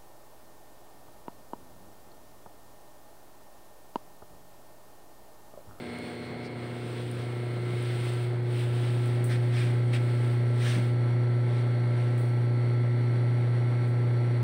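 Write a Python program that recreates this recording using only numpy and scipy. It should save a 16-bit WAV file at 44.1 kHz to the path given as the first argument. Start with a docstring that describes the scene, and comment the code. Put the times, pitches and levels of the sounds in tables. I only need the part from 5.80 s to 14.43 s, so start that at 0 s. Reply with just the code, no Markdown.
"""A deep motor hum fills a workshop, with a light knock on every turn of the shaft, thin whines and rushing air.
Someone walks a few steps with the microphone, to where the deep hum is much stronger, then keeps still.
Clothes rustle, shoes scuff the concrete floor, a foot thuds softly and a few small ticks sound close by.
Hum, knock and whines are sums of wavering tones; air, cloth, scuffs and ticks are shaped noise;
the thud is a few low tones that ring and die away."""
import sys
import numpy as np
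from scipy import signal
from scipy.fft import rfft, irfft, next_fast_len
from scipy.io import wavfile
from scipy.ndimage import uniform_filter1d

SR = 44100
rng = np.random.default_rng(int(sys.argv[2]) if len(sys.argv) > 2 else 0)


def store_pcm(level_fs):
    """Save levels as 16-bit WAV."""
    pcm = np.round(np.clip(level_fs, -1, 1) * 32767).astype(np.int16)
    wavfile.write(sys.argv[1], SR, np.atleast_2d(pcm).T)


N = 380583
TIME = np.arange(N) / SR  # seconds

MAINS_HZ, SHAFT_HZ = 59.99, 29.96
# The walk across the room. Each row: time in seconds, place (0 is the first standpoint, 1 the last).
WALK = [(0, 0), (.5, .08), (1.0, .225), (2.0, .53), (2.5, .62), (3.4, .87), (4.1, 1), (8.6, 1)]
# Places between which the motor's colour changes from that of the first standpoint to that of the last.
COLOUR_FROM, COLOUR_TO = 0.3, 0.88

# Each steady tone stands in the room as a wave, and the walk passes through it.
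# Each wave: level at its strongest in dB, place of a weak spot (node), places between nodes,
# what is left at a node in dB against the strongest, extra dB at the first standpoint (fading to 0 at the last).
DEEP_HUM_WAVE = (-24.5, .017, 2.3, -24, -3.6)
SECOND_HUM_WAVE = (-42.7, .6, 1.5, -19, 0)
THIRD_HUM_WAVE = (-39.4, .06, 1.24, -8, -1.8)
# The same columns, but as a gain on the rotor slot whine.
SLOT_WAVE = (-.5, .29, .47, -12, 4.3)

# Shaft harmonics. Each row: multiple of the shaft speed, level at the first standpoint in dB,
# level at the last in dB (both before the sag midway).
SHAFT_HARMONICS = [(3, -60, -60), (5, -56, -66), (6, -71, -53), (7, -72, -68), (9, -57, -50),
                   (10, -54, -59), (11, -54, -56), (13, -60, -54), (14, -53, -54), (15, -54, -62),
                   (16, -52, -56), (17, -55, -52), (19, -67, -61), (20, -57, -55), (21, -68, -65),
                   (24, -55, -61), (28, -71, -59), (29, -69, -66), (42, -73, -68)]

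# Bearing and fan tones. Each row: pitch in Hz, level at the first standpoint in dB,
# level at the last in dB, random phase wander in radians.
WHINES = [(591, -70, -58, 0.23), (710, -67, -64.5, 0.18), (793, -75, -60.5, 0.43), (860, -71, -62, 0.14),
          (967, -70, -68.5, 0.18), (1098, -71, -74.5, .2), (1532, -72, -63.5, .5), (1780, -83, -68.5, 0.54),
          (3365, -81, -76.5, 0.55)]
WHISTLE_HZ = 1340  # the clearest whistle
# Level of that whistle along the walk. Each row: time in seconds, level in dB.
WHISTLE_LEVEL = [(0.0, -66), (0.04, -68), (2.39, -54), (2.73, -69), (2.99, -55), (4.02, -60.5), (4.12, -54),
                 (8.55, -54.5), (8.6, -57)]

# Rotor slot whine: three families of evenly spaced tones. Each: centre in Hz, spacing in Hz.
SLOT_LOW = (2053.6, 60.5)
SLOT_MID = (4237, 119.8)
SLOT_HIGH = (4340, 121.2)
# Tones of each family. Each row: steps from the centre, level at the first standpoint in dB,
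# level at the last in dB (both before the gain of the standing wave).
SIDEBANDS_LOW = [(-8, -70, -65), (-7, -69, -64.5), (-3, -75, -66.5), (-2, -71, -62), (-1, -76, -62.5),
                 (0, -60, -62), (1, -75, -63), (2, -55.5, -60.5), (3, -75, -68), (4, -68, -77),
                 (5, -76, -73)]
SIDEBANDS_MID = [(-3, -76, -80), (-2, -74, -74), (-1, -73, -74), (0, -66.5, -80), (1, -72, -82),
                 (2, -74, -82), (3, -82, -74)]
SIDEBANDS_HIGH = [(-8, -73, -71), (-7, -75, -74), (-1, -78, -70.5), (0, -78, -70), (1, -80, -72)]

# Rush of air at the two standpoints, before the air's own gain. Each row: pitch in Hz, density in dB per Hz.
AIR_FIRST = [(20, -89), (55, -84.5), (100, -66.5), (150, -67), (400, -69.5), (750, -76.5), (1100, -80),
             (2200, -82), (2800, -88), (4400, -93.5), (6700, -111), (9000, -100), (11500, -123),
             (15500, -112)]
AIR_LAST = [(20, -92.5), (50, -87.5), (95, -68.5), (300, -68.5), (620, -72.5), (1100, -79.5), (2100, -81),
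            (2650, -88), (4500, -92), (5100, -105), (6800, -110), (9200, -96), (11300, -124), (15500, -112)]
# Resonances that the air excites. Each row: pitch in Hz, width in Hz, level at the first standpoint in dB,
# level at the last in dB (both before the air's own gain).
AIR_RESONANCES = [(167, 18, -51, -50), (322, 19, -65, -56.5), (617, 49, -77, -62.5),
                  (2160, 150, -64, -59.5), (5665, 87, -91, -72)]

# Colour of rubbing cloth. Each row: pitch in Hz, relative density in dB.
CLOTH_COLOUR = [(500, -16.5), (1200, 5), (2200, 8), (3500, 7.5), (5000, -2), (6700, -14.5), (8000, -3),
                (8900, 3), (10000, -10.5), (11600, -26.5), (13500, -14.5), (15600, -9)]
# Trouser legs swing past each other. Each row: time of the peak in seconds,
# level in dB before the cloth's own gain, spread to either side in seconds.
SWISHES = [(.22, -60, 0.28), (1.12, -60.5, 0.29), (1.55, -61, 0.33), (2.02, -59, 0.15), (2.314, -53, 0.12),
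           (2.8, -56.5, 0.082), (3.166, -56.5, 0.27), (3.847, -59, 0.21), (4.348, -59.5, 0.3),
           (4.9, -50, 0.081), (5.06, -60, 0.055)]
# A sliding foot drags the cloth with it: level of the cloth against the scuff, before the cloth's own gain.
DRAG_DB = -16

# Small ticks of handled things. Each row: time in seconds, click level in dB,
# level of the sizzle after it in dB, time the sizzle takes to fall by 60 dB in seconds.
TICKS = [(0.187, -42, -66, .1), (1.3144, -42, -68, .1), (1.5519, -51, -68, 0.076), (2.0258, -42, -66, .1),
         (2.7601, -53, -72, .1), (3.259, -44, -53, .15), (3.4422, -35, -46, 0.4),
         (6.3789, -59, -55.5, 0.72), (8.08, -60, -62, 0.32)]
# Colour of the ticks. Each row: pitch in Hz, relative density in dB.
TICK_COLOUR = [(2000, -19), (7000, -11), (8400, 4.5), (9200, 8), (10500, -11), (12000, -16), (13500, -6),
               (15500, -1.5)]

# Shoe scuffs. 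Each row: time of the peak in seconds, level in dB before the shoes' own gain,
# spread of the rise in seconds, spread of the fall in seconds, pitch of the scrape in Hz.
SCUFFS = [(.66, -50, 0.023, 0.014, 4700), (1.0, -53, .04, 0.063, 3600), (1.2, -51, .04, .05, 3500),
          (1.405, -50, .025, .04, 3400), (2.08, -48.5, 0.097, 0.056, 3400), (2.31, -56, 0.072, 0.075, 3300),
          (3.07, -48, 0.1, 0.044, 3200), (3.518, -38.5, .018, 0.037, 1940),
          (3.775, -39.5, 0.033, 0.079, 2350), (4.142, -36, 0.0083, 0.026, 2450),
          (4.86, -41.5, 0.048, 0.032, 1790), (4.89, -45.5, .05, 0.067, 5800),
          (4.93, -45, 0.028, 0.037, 2050), (5.77, -52, 0.067, 0.054, 3400), (6.22, -54, 0.076, 0.14, 2800)]
# Colour of a sole on concrete. Each row: pitch in Hz, relative density in dB.
SOLE_COLOUR = [(700, -29.5), (1250, -8.5), (1650, 2.5), (2200, 2.5), (2850, -7), (3500, -2), (4300, -8),
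               (5600, -12.5), (6700, -22), (8800, -11), (11500, -36.5), (15500, -31)]

# A soft footfall: time in seconds, gain in dB.
FOOTFALL_S, FOOTFALL_DB = 4.962, -29
# Tones of its thud. Each row: pitch in Hz, relative level in dB, time to fall by 60 dB in seconds.
THUD = [(189, 2, 0.19), (219, 0, 0.2), (261, -4, 0.32), (320, -4, 0.24)]

# Faint steady tones of the electronics. Each row: pitch in Hz, level in dB.
ELECTRONICS = [(9001, -85), (13001, -85), (14002, -91)]
EDGE_HZ = 15800  # upper limit of the sound


def amp(db):
    """Turns decibels into a gain."""
    return 10 ** (np.asarray(db) / 20)


def unit(x):
    """Scales a sound to an average strength (rms) of 1."""
    return x / np.sqrt(np.mean(x ** 2) + 1e-20)


def follow(rows):
    """Draws straight lines through rows of (seconds, value), giving a value for every sample."""
    return np.interp(TIME, *np.transpose(rows))


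def between(first_db, last_db, blend):
    """Slides from the level at the first standpoint to that at the last, in dB."""
    return first_db + (last_db - first_db) * blend


def noise(points):
    """Makes noise whose strength over pitch follows rows of (Hz, dB per Hz)."""
    size = next_fast_len(N)
    hz, db = np.transpose(points)
    log_pitch = np.log(np.fft.rfftfreq(size, 1 / SR) + 1)
    colour = amp(np.interp(log_pitch, np.log(hz), db))
    spectrum = rfft(rng.standard_normal(size)) * colour
    return irfft(spectrum, size)[:N] * np.sqrt(SR / 2)


def ringing(hz, width):
    """Makes noise in one steep-sided resonance, with rms 1."""
    size = next_fast_len(N)
    offset = (np.fft.rfftfreq(size, 1 / SR) - hz) / width
    spectrum = rfft(rng.standard_normal(size)) / (1 + offset ** 2)
    return unit(irfft(spectrum, size)[:N])


def drift(per_s):
    """Wanders slowly at random with rms 1, up to about per_s changes a second."""
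    size = 4096
    hz = np.fft.rfftfreq(size, TIME[-1] / size)
    keep_slow = (hz > 0) / (1 + (hz / per_s) ** 4)
    slow = irfft(rfft(rng.standard_normal(size)) * keep_slow)
    return np.interp(TIME, np.linspace(0, TIME[-1], size), unit(slow))


def standing(place, wave):
    """Complex gain of a standing wave: it turns over at each node, where only a weak travelling part is left."""
    peak_db, node, spacing, depth_db, first_db = wave
    angle = np.pi * (place - node) / spacing
    level = amp(peak_db + first_db * (1 - place))
    return level * (np.sin(angle) + 1j * amp(depth_db) * np.cos(angle))


def stroke(s, rise, fall):
    """A rubbing movement swells along a bell curve to its peak at s and dies away along another."""
    spread = np.where(TIME < s, rise, fall)
    return np.exp(-0.5 * ((TIME - s) / spread) ** 2)


def hum(place):
    """The iron is pulled twice a mains cycle; the deep hum swells as the walk leaves a node, overtones flutter."""
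    pull = 2 * np.pi * 2 * MAINS_HZ * TIME
    # drift in level (dB), then in phase (radians)
    deep = amp(0.22 * drift(2.2)) * np.exp(1j * (pull + 0.011 * drift(3.1)))
    second = amp(0.6 * drift(6)) * np.exp(1j * (2 * pull + 0.028 * drift(3)))
    third = amp(0.7 * drift(2.3)) * np.exp(1j * (3 * pull + 0.03 * drift(2.3)))
    in_room = standing(place, DEEP_HUM_WAVE) * deep
    in_room += standing(place, SECOND_HUM_WAVE) * second
    in_room += standing(place, THIRD_HUM_WAVE) * third
    return np.sqrt(2) * in_room.real


def knock(place, blend, scatter=0.47, far_scatter=0.62, waver_db=1.5, midway_db=-1.5):
    """Shaft harmonics strike together once a turn; along the walk the room smears them more, and midway they sag."""
    turns = SHAFT_HZ * TIME + 0.0037 * drift(1.7)
    smear = scatter + far_scatter * np.sqrt(place)  # radians
    out = np.zeros(N)
    for multiple, first_db, last_db in SHAFT_HARMONICS:
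        level = amp(between(first_db, last_db, blend) + waver_db * drift(2))
        phase = 2 * np.pi * multiple * turns + smear * rng.standard_normal()
        out += level * np.cos(phase)
    sag = amp(midway_db * np.sin(np.pi * place))
    return np.sqrt(2) * sag * out


def slot_whine(blend, family, sidebands, blur, waver_db=2, own=0.7):
    """Rotor slots pass the stator; the field splits their tone into sidebands that waver, partly together."""
    centre_hz, spacing_hz = family
    shared_wobble = drift(9)
    out = np.zeros(N)
    for step, first_db, last_db in sidebands:
        level = amp(between(first_db, last_db, blend) + waver_db * drift(3.9))
        turns = (centre_hz + step * spacing_hz) * TIME + rng.random()
        wobble = blur * (shared_wobble + own * drift(5))  # radians
        out += level * np.cos(2 * np.pi * turns + wobble)
    return np.sqrt(2) * out


def whine(blend, waver_db=-0.4, flutter_db=1.25):
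    """Bearings and fan give single tones, each wavering on its own."""
    whistle_level = amp(follow(WHISTLE_LEVEL) + flutter_db * drift(8.7))
    out = whistle_level * np.cos(2 * np.pi * WHISTLE_HZ * TIME + 0.2 * drift(3.7))
    for hz, first_db, last_db, blur in WHINES:
        level = amp(between(first_db, last_db, blend) + waver_db * drift(6.1))
        turns = hz * TIME + rng.random()
        out += level * np.cos(2 * np.pi * turns + blur * drift(7.3))
    return np.sqrt(2) * out


def air(blend, throb=0.037, buzz=0.13, patchy_db=0.8, level_db=-2.5):
    """Rushing air and motor hiss excite resonances and pulse with the shaft and with the magnetic pull."""
    rush = np.sqrt(1 - blend) * noise(AIR_FIRST) + np.sqrt(blend) * noise(AIR_LAST)
    for hz, width, first_db, last_db in AIR_RESONANCES:
        rush += amp(between(first_db, last_db, blend)) * ringing(hz, width)
    shaft_pulse = throb * np.cos(2 * np.pi * SHAFT_HZ * TIME)
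    pull_pulse = buzz * np.cos(2 * np.pi * 2 * MAINS_HZ * TIME)
    return rush * (1 + shaft_pulse + pull_pulse) * amp(level_db + patchy_db * drift(8))


def clothes(level_db=7, grain_db=0.54, uneven_db=1.45):
    """Cloth slides on cloth with every swing of a leg and every scuff of a shoe."""
    power = np.zeros(N)
    for s, db, spread in SWISHES:
        power += (amp(db) * stroke(s, spread, spread)) ** 2
    for s, db, rise, fall, _ in SCUFFS:
        power += (amp(db + DRAG_DB) * stroke(s, rise, fall)) ** 2
    texture = amp(level_db + uneven_db * drift(6.3) + grain_db * drift(70))
    return unit(noise(CLOTH_COLOUR)) * np.sqrt(power) * texture


def ticks(click_t60=0.005):
    """Each tick is a sharp bright click with a sizzle behind it, both dying away evenly in dB."""
    level = np.zeros(N)
    for s, click_db, sizzle_db, t60 in TICKS:
        age = np.clip(TIME - s, 0, 1)
        click = amp(click_db - 60 * age / click_t60)
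        sizzle = amp(sizzle_db - 60 * age / t60)
        level += (TIME >= s) * (click + sizzle)
    return unit(noise(TICK_COLOUR)) * level


def gritty(x, depth_db=2.4):
    """Grit catches and lets go: the colour of a scrape changes in small, quick patches."""
    spectrum = signal.stft(x, nperseg=256)[2]
    patches = rng.standard_normal(spectrum.shape)
    patches = uniform_filter1d(patches, size=3, axis=0)  # smooth over pitch
    patches = unit(uniform_filter1d(patches, size=4, axis=1))  # and over time
    return unit(signal.istft(spectrum * amp(depth_db * patches))[1][:N])


def shoes(grit_db=0.3, ring_db=-5, level_db=-3.0, ring_width=0.16):
    """Soles slide over gritty concrete, each stroke mixing hiss with a scrape of its own pitch."""
    hiss = gritty(noise(SOLE_COLOUR))
    out = np.zeros(N)
    for s, db, rise, fall, hz in SCUFFS:
        scrape = amp(ring_db) * ringing(hz, ring_width * hz)
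        out += amp(db) * stroke(s, rise, fall) * (hiss + scrape)
    return out * amp(level_db + grit_db * drift(150))


def footfall(onset_s=0.0046):
    """A foot lands with a soft thud: a few low tones start together and die away."""
    age = np.maximum(TIME - FOOTFALL_S, 0)
    ring = np.zeros(N)
    for hz, db, t60 in THUD:
        ring += amp(db - 60 * age / t60) * np.cos(2 * np.pi * hz * age)
    soft_start = 1 - np.exp(-age / onset_s)
    return amp(FOOTFALL_DB) * soft_start * ring


def scene():
    """Adds the motor as heard along the walk and the walker's own small noises."""
    place = follow(WALK)
    blend = np.clip((place - COLOUR_FROM) / (COLOUR_TO - COLOUR_FROM), 0, 1)
    slots = slot_whine(blend, SLOT_LOW, SIDEBANDS_LOW, blur=0.27)
    slots += slot_whine(blend, SLOT_MID, SIDEBANDS_MID, blur=0.7)
    slots += slot_whine(blend, SLOT_HIGH, SIDEBANDS_HIGH, blur=0.99)
    slots_in_room = abs(standing(place, SLOT_WAVE)) * slots
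    motor = hum(place) + knock(place, blend) + slots_in_room + whine(blend) + air(blend)
    walker = clothes() + ticks() + shoes() + footfall()
    return (motor + walker)[None]


def record(dry):
    """Adds the faint tones of the electronics, then cuts everything above the upper limit."""
    tones = np.zeros(N)
    for hz, db in ELECTRONICS:
        tones += np.sqrt(2) * amp(db) * np.sin(2 * np.pi * hz * TIME)
    lowpass = signal.firwin(511, EDGE_HZ, window=("kaiser", 9), fs=SR)
    return signal.oaconvolve(dry + tones, lowpass[None], "same")


dry = scene()
out = record(dry)
store_pcm(out)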